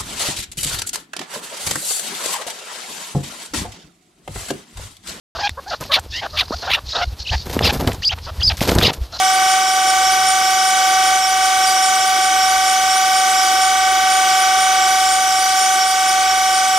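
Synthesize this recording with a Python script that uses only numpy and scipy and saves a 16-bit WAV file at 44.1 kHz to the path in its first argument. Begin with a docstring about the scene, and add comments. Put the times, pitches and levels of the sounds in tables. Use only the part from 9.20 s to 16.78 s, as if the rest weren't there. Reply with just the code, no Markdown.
"""A surface grinder's motor whines on many multiples of its shaft speed, in clusters that throb once a turn.
A steel part is cranked round by hand against the wheel, close by in a small shop: each angle of the part
sings with its own high resonances, made from wandering tones, and the grit hisses as shaped noise.
Below lie the steady hum tones of spindle, mains and drive, and the noise of air dragged by the wheel."""
import sys
import numpy as np
from scipy import signal
from scipy.fft import rfft, irfft, next_fast_len
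from scipy.io import wavfile
from scipy.ndimage import uniform_filter1d, map_coordinates

SR = 44100
rng = np.random.default_rng(int(sys.argv[2]) if len(sys.argv) > 2 else 0)


def generate_wav(sig):
    """Save sig (samples, or channels by samples) to the path in sys.argv[1] as 16-bit PCM at SR."""
    pcm = np.round(np.clip(np.atleast_2d(sig).T, -1, 1) * 32767).astype(np.int16)
    wavfile.write(sys.argv[1], SR, pcm)


N = 334278

SHAFT_HZ, WHEEL_HZ = 25.152, 59.75  # rotation rates of motor and wheel
TOP_HZ = 15700
# Moments at which the crank passes its zero angle. Each entry: time in seconds.
CRANK_PASS_S = [-.3, .09, .48, .87, 1.26, 1.65, 2.04, 2.43, 2.82, 3.22, 3.71, 4.18, 4.65, 5.15, 5.63, 6.14,
                6.63, 7.1, 7.55, 8]


def amp(db):
    """Decibels to gain."""
    return 10 ** (np.asarray(db) / 20)


def unit(x):
    """Scale to rms 1."""
    return x / np.sqrt(np.mean(x ** 2) + 1e-20)


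def along(points, hz):
    """Interpolate (Hz, value) points on a log frequency axis."""
    f, v = np.transpose(points)
    return np.interp(np.log(hz + 1), np.log(f + 1), v)


def clock():
    """Time of every sample in seconds."""
    return np.arange(N) / SR


def swings(rows):
    """Each level column per sample, in dB about the mean of its rows."""
    s, *columns = np.transpose(rows)
    return [np.interp(clock(), s, column - np.mean(column)) for column in columns]


def wobble(knots_per_s):
    """Smooth random curve through normally distributed knots."""
    steps = np.arange(0, N / SR * knots_per_s + 1, 1 / 8)
    knots = rng.standard_normal(int(steps[-1]) + 4)
    return np.interp(clock() * knots_per_s, steps, map_coordinates(knots, [steps]))


def filtered(x, response):
    """Multiply the spectrum of x by a response of frequency."""
    size = next_fast_len(N + 8192)
    hz = np.fft.rfftfreq(size, 1 / SR)
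    return irfft(rfft(x, size) * response(hz), size)[..., :N]


def rush(colour):
    """Stereo noise of the given colour with a mid of rms 1, less alike left and right in the treble."""
    # Each row: frequency in Hz, left-right likeness from 0 to 1.
    alike = [(60, .99), (200, 0.73), (640, 0.72), (1400, 0.69), (3100, 0.6), (6800, 0.38), (15000, 0.067)]

    def mid_side(hz):
        half_angle = np.arccos(np.clip(along(alike, hz), 0, 1)) / 2
        return colour(hz) * np.array([np.ones_like(hz), np.tan(half_angle)])

    mid, side = filtered(rng.standard_normal((2, N)), mid_side)
    return np.array([mid + side, mid - side]) / np.std(mid)


def flutter(x, depth_db):
    """Waver each narrow band in level by itself, alike left and right; depth_db is rms."""
    z = signal.stft(x, nperseg=512)[2]
    field = rng.standard_normal(z.shape[1:])
    field = uniform_filter1d(field, size=4, axis=0)  # across bins
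    field = uniform_filter1d(field, size=7, axis=1)  # across frames
    return signal.istft(z * amp(depth_db * unit(field)), nperseg=512)[1][:, :N]


def revolve(lines, turns, size=16384):
    """Play one shaft turn, given as complex rms per multiple, over and over."""
    cycle = irfft(lines, size) * size / np.sqrt(2)
    return np.interp(turns % 1 * size, np.arange(size + 1), np.append(cycle, cycle[0]))


def motor(whine_db, overtone_db, drift=0.0001994, scatter_db=5.5, spread=0.19, loose_rad=0.59,
          loose_hz=5000, count=620, main_order=30, cluster_size=15):
    """Slots passing the poles sing in clusters of shaft multiples; each cluster swells once a turn."""
    # Strong lines. Each row: multiple of the shaft speed, nominal level in dB rms.
    orders = [(30, -16.6), (31, -38.9), (44, -46.3), (45, -39.1), (46, -28.4), (52, -44.2), (59, -36.6),
              (60, -32.0), (61, -31.5), (74, -42.1), (76, -34.4), (82, -43.7), (84, -44.9), (88, -39.3),
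              (89, -34.1), (90, -41.5), (91, -34.4), (99, -45.5), (104, -45.3), (112, -43.2), (118, -37.6),
              (119, -39.6), (121, -36.7), (122, -42.3), (123, -41.0), (126, -44.9), (129, -40.2),
              (133, -43.8), (134, -41.2), (136, -35.6), (137, -40.4), (151, -38.3), (152, -38.7),
              (153, -45.2), (181, -42.9), (185, -46.0), (192, -44.0), (193, -40.3), (203, -45.8),
              (204, -46.5), (206, -46.4), (207, -41.5), (226, -41.5), (231, -41.1), (233, -42.0),
              (234, -37.6), (236, -41.1), (237, -43.8), (265, -46.3), (269, -44.8), (274, -45.3),
              (281, -42.7)]
    # Weak lines between them. Each row: frequency in Hz, level in dB before scatter and trim.
    weak = [(200, -72), (400, -59), (650, -60.5), (950, -61.5), (1300, -49.5), (1750, -59.5), (2500, -55.5),
            (4100, -55.5), (5600, -60.5), (7200, -57.5), (9500, -64), (12500, -73.5), (15000, -89)]
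    # Where clusters swell. Each row: frequency in Hz, shaft angle in turns.
    throb = [(1130, .54), (1510, .77), (1890, .48), (2260, .14), (3020, .3), (3400, .33), (3770, .19),
             (4900, .25)]
    k = np.arange(count)
    hz = k * SHAFT_HZ
    level_db = along(weak, hz) + scatter_db * rng.standard_normal(count) - 0.5
    for multiple, db in orders:
        level_db[round(multiple)] = db

    # neighbours loosely share a carrier phase and the shaft angle at which they add up
    cluster = (k + cluster_size // 2) // cluster_size
    start, chance = rng.random((count, 2))[cluster].T
    centre_hz = cluster * cluster_size * SHAFT_HZ
    angle = np.where(centre_hz < throb[-1][0], along(throb, centre_hz), chance)
    stray_rad = (loose_rad + hz / loose_hz) * rng.standard_normal(count)
    phase = 2 * np.pi * (start - k * angle) + stray_rad
    lines = amp(level_db) * np.exp(1j * phase) * (k > 0)

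    turns = np.cumsum(SHAFT_HZ * (1 + drift * wobble(7))) / SR
    whine = revolve(lines * (k == main_order), turns) * amp(whine_db + 0.29 * wobble(22))

    # shop reflections place each line between the ears, more widely up to 5 kHz
    scatter = rng.standard_normal(count) + 1j * rng.standard_normal(count)
    place = spread * np.clip(hz / 5000, 0, 1) * scatter
    others = lines * (k != main_order)
    overtones = np.array([revolve(others * (1 + sign * place), turns) for sign in (1, -1)])
    return whine + flutter(overtones, depth_db=0.62) * amp(overtone_db)


def crank_turns():
    """Crank position at every sample, in turns."""
    return np.interp(clock(), CRANK_PASS_S, np.arange(len(CRANK_PASS_S)))


def passing(angle, spread):
    """Gaussian swell, peaking at 1, as the crank passes an angle; both arguments in turns."""
    away = (crank_turns() - angle + .5) % 1 - .5
    return np.exp(-.5 * (away / spread) ** 2)


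def wheel_bite(once_db, twice_db):
    """The wheel is not quite round: it bites harder once and twice a revolution."""
    angle = 2 * np.pi * WHEEL_HZ * clock()
    return unit(amp(once_db * np.cos(angle) + twice_db * np.cos(2 * angle)))


def chatter(centre_hz, width_hz, steadiness=0.57):
    """A mode kept ringing by friction: its phase wanders while its strength saturates."""
    envelope = unit(wobble(3 * width_hz)) + 1j * unit(wobble(3 * width_hz))
    envelope = envelope / (np.abs(envelope) + .1) ** steadiness
    return unit(np.real(envelope * np.exp(2j * np.pi * centre_hz * clock())))


def singing(vary_db=1.37, echo_db=-7):
    """As the part turns, the contact moves over its modes and wakes each in turn."""
    # Part resonances. Each row: frequency in Hz, width setting in Hz, nominal level in dB rms at the swell's
    # peak, crank angle at which it sings in turns, spread in turns.
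    rings = [(4668, 26, -34, .2, .08), (4690, 90, -37, .6, .08), (5501, 14, -25, .02, .06),
             (5500, 20, -27, .53, .085), (5560, 26, -30, .36, .06), (5570, 45, -32, .91, .05),
             (5790, 110, -29, .22, .08), (5900, 90, -30, .75, .08), (6470, 70, -36, .78, .06),
             (6883, 35, -35, .22, .08), (6885, 45, -32, .66, .09), (7340, 140, -31, .99, .05),
             (7250, 200, -33, .52, .07), (8080, 22, -33, .87, .07), (8060, 90, -37, .08, .06),
             (8440, 20, -39, .72, .12), (8710, 80, -33, .37, .06), (8645, 55, -31, .6, .075),
             (9105, 30, -28.5, .14, .045), (9125, 45, -32, .57, .08), (9090, 20, -36.5, .79, .06),
             (10790, 40, -40, .59, .08), (10790, 40, -45, .97, .08), (12900, 120, -44, .22, .07)]
    crank = crank_turns()
    turn_count = len(CRANK_PASS_S)
    ringing = np.zeros(N)
    for centre_hz, width_hz, db, angle, spread in rings:
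        vary = np.interp(crank, np.arange(turn_count), rng.standard_normal(turn_count))
        ringing += passing(angle, spread) * amp(db + vary_db * vary) * chatter(centre_hz, width_hz)
    ringing = ringing * wheel_bite(2.1, 1.1)
    # near walls and the machine's faces scatter it unequally to left and right, over 25 ms
    walls = rng.standard_normal(SR // 40) * np.linspace(1, 0, SR // 40)
    side = amp(echo_db) * signal.fftconvolve(ringing, walls / np.linalg.norm(walls))[:N]
    return np.array([ringing + side, ringing - side])


def hiss(grit_db=-28.5, grain_db=1.0):
    """Countless grains tear off chips in uneven clumps: shaped noise with fast level changes."""
    # Grit on steel. Each row: frequency in Hz, relative spectral level in dB.
    grit = [(2500, -21), (4200, -9.5), (4800, -2), (5300, -3), (5800, 1.5), (6300, -4), (7200, -5),
            (8800, -5), (9900, -10), (11500, -12.5), (13000, -13.5), (14800, -25), (15500, -37)]
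    tearing = flutter(rush(lambda hz: amp(along(grit, hz))), depth_db=3.5)
    clumps = unit(amp(grain_db * wobble(900)))
    return amp(grit_db) * tearing * wheel_bite(0.36, 0.34) * clumps


def cut():
    """Hiss and singing follow feed and hand; at the part's high spot singing grows and hiss dips slightly."""
    # Feed against the wheel. Each row: time in seconds, level in dB (used about the mean).
    feed = [(0.0, -21.5), (0.57, -22.5), (1.5, -21), (2.22, -23.5), (2.55, -20), (3.0, -23), (3.31, -21.5),
            (3.93, -22), (4.33, -20), (4.52, -23.5), (4.75, -24.5), (5.13, -21.5), (5.49, -24), (5.83, -21),
            (6.56, -20.5), (6.84, -23), (7.58, -22.5)]
    feed_db, = swings(feed)
    hand_db = 0.2 * wobble(9.9)  # uneven hand pressure
    high_spot = passing(angle=0.55, spread=0.041)
    contact = amp(-0.5 * high_spot) * hiss() + amp(2 * high_spot) * singing()
    return amp(feed_db + hand_db) * contact


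def spindle(air_db=-31.5):
    """Spindle, mains and drive hum in steady sines; the wheel drags air round its guard, with bearing noise."""
    # Hum tones. Each row: frequency in Hz, nominal level in dB rms.
    hum_tones = [(59.2, -52), (60, -63), (179.4, -61), (239.3, -56), (358.9, -52), (377.3, -48),
                 (402.4, -53), (520.6, -52), (1192, -42), (1217, -47), (14900, -51)]
    # Dragged air and bearings. Each row: frequency in Hz, relative spectral level in dB.
    air = [(25, -34), (130, -15), (220, -18), (350, -6), (480, -12), (640, -6.5), (750, -1), (950, -11),
           (1300, -2.5), (1750, -13.5), (2200, -3.5), (2650, -7), (3200, -4), (4500, -22)]
    hum = np.zeros(N)
    for hz, db in hum_tones:
        hum += amp(db) * np.sqrt(2) * np.sin(2 * np.pi * (hz * clock() + rng.random()))
    return hum + amp(air_db) * flutter(rush(lambda hz: amp(along(air, hz))), depth_db=2.63)


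def scene():
    """Sum motor, cut and wheel, then set level and phase between the two microphone ports."""
    # Level that dips abruptly at times and creeps back. Each row: time in seconds, main whine level in dB,
    # overtone level in dB (levels used about their means).
    level_curve = [(0.03, -16.5, -20.5), (0.17, -17, -21), (0.34, -16.5, -20), (0.45, -18, -22.5),
                   (0.82, -17, -20.5), (1.26, -18, -21.5), (1.96, -16.5, -20), (2.0, -19, -23.5),
                   (2.25, -17.5, -21), (2.94, -18, -21.5), (3.19, -17, -21), (3.55, -17.5, -21.5),
                   (5.62, -16.5, -20), (6.1, -18, -23), (6.63, -17.5, -21.5), (6.69, -19, -23),
                   (6.86, -17.5, -21.5), (7.55, -17.5, -22)]
    # Each row: frequency in Hz, left minus right in dB.
    balance = [(200, 0), (750, -.9), (1160, -.6), (1530, -.3), (1910, -.7), (2260, -3.9), (3040, -.1),
               (9000, -.5), (13000, 2.8)]
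    # Each row: frequency in Hz, phase by which left leads in radians.
    lead = [(300, 0), (755, -.21), (1157, -1.18), (1530, -1.32), (1910, -.08), (2260, .32), (3040, -.15),
            (3800, -.06), (5200, -.4), (9000, -.05)]
    whine_db, overtone_db = swings(level_curve)
    machine = motor(whine_db, overtone_db) + cut() + amp(overtone_db) * spindle()

    def ports(hz):
        half = np.array([[.5], [-.5]])
        lead_rad = along(lead, hz)
        gain = amp(half * along(balance, hz)) / np.cos(lead_rad / 2)  # cosine keeps the mid level
        return gain * np.exp(1j * half * lead_rad)

    return filtered(machine, ports)


def record(dry):
    """Round off the highest peaks towards 0.8, then remove everything from TOP_HZ up."""
    rounded = dry / (1 + (dry / .8) ** 8) ** (1 / 8)
    return filtered(rounded, lambda hz: hz < TOP_HZ)


dry = scene()
out = record(dry)
generate_wav(out)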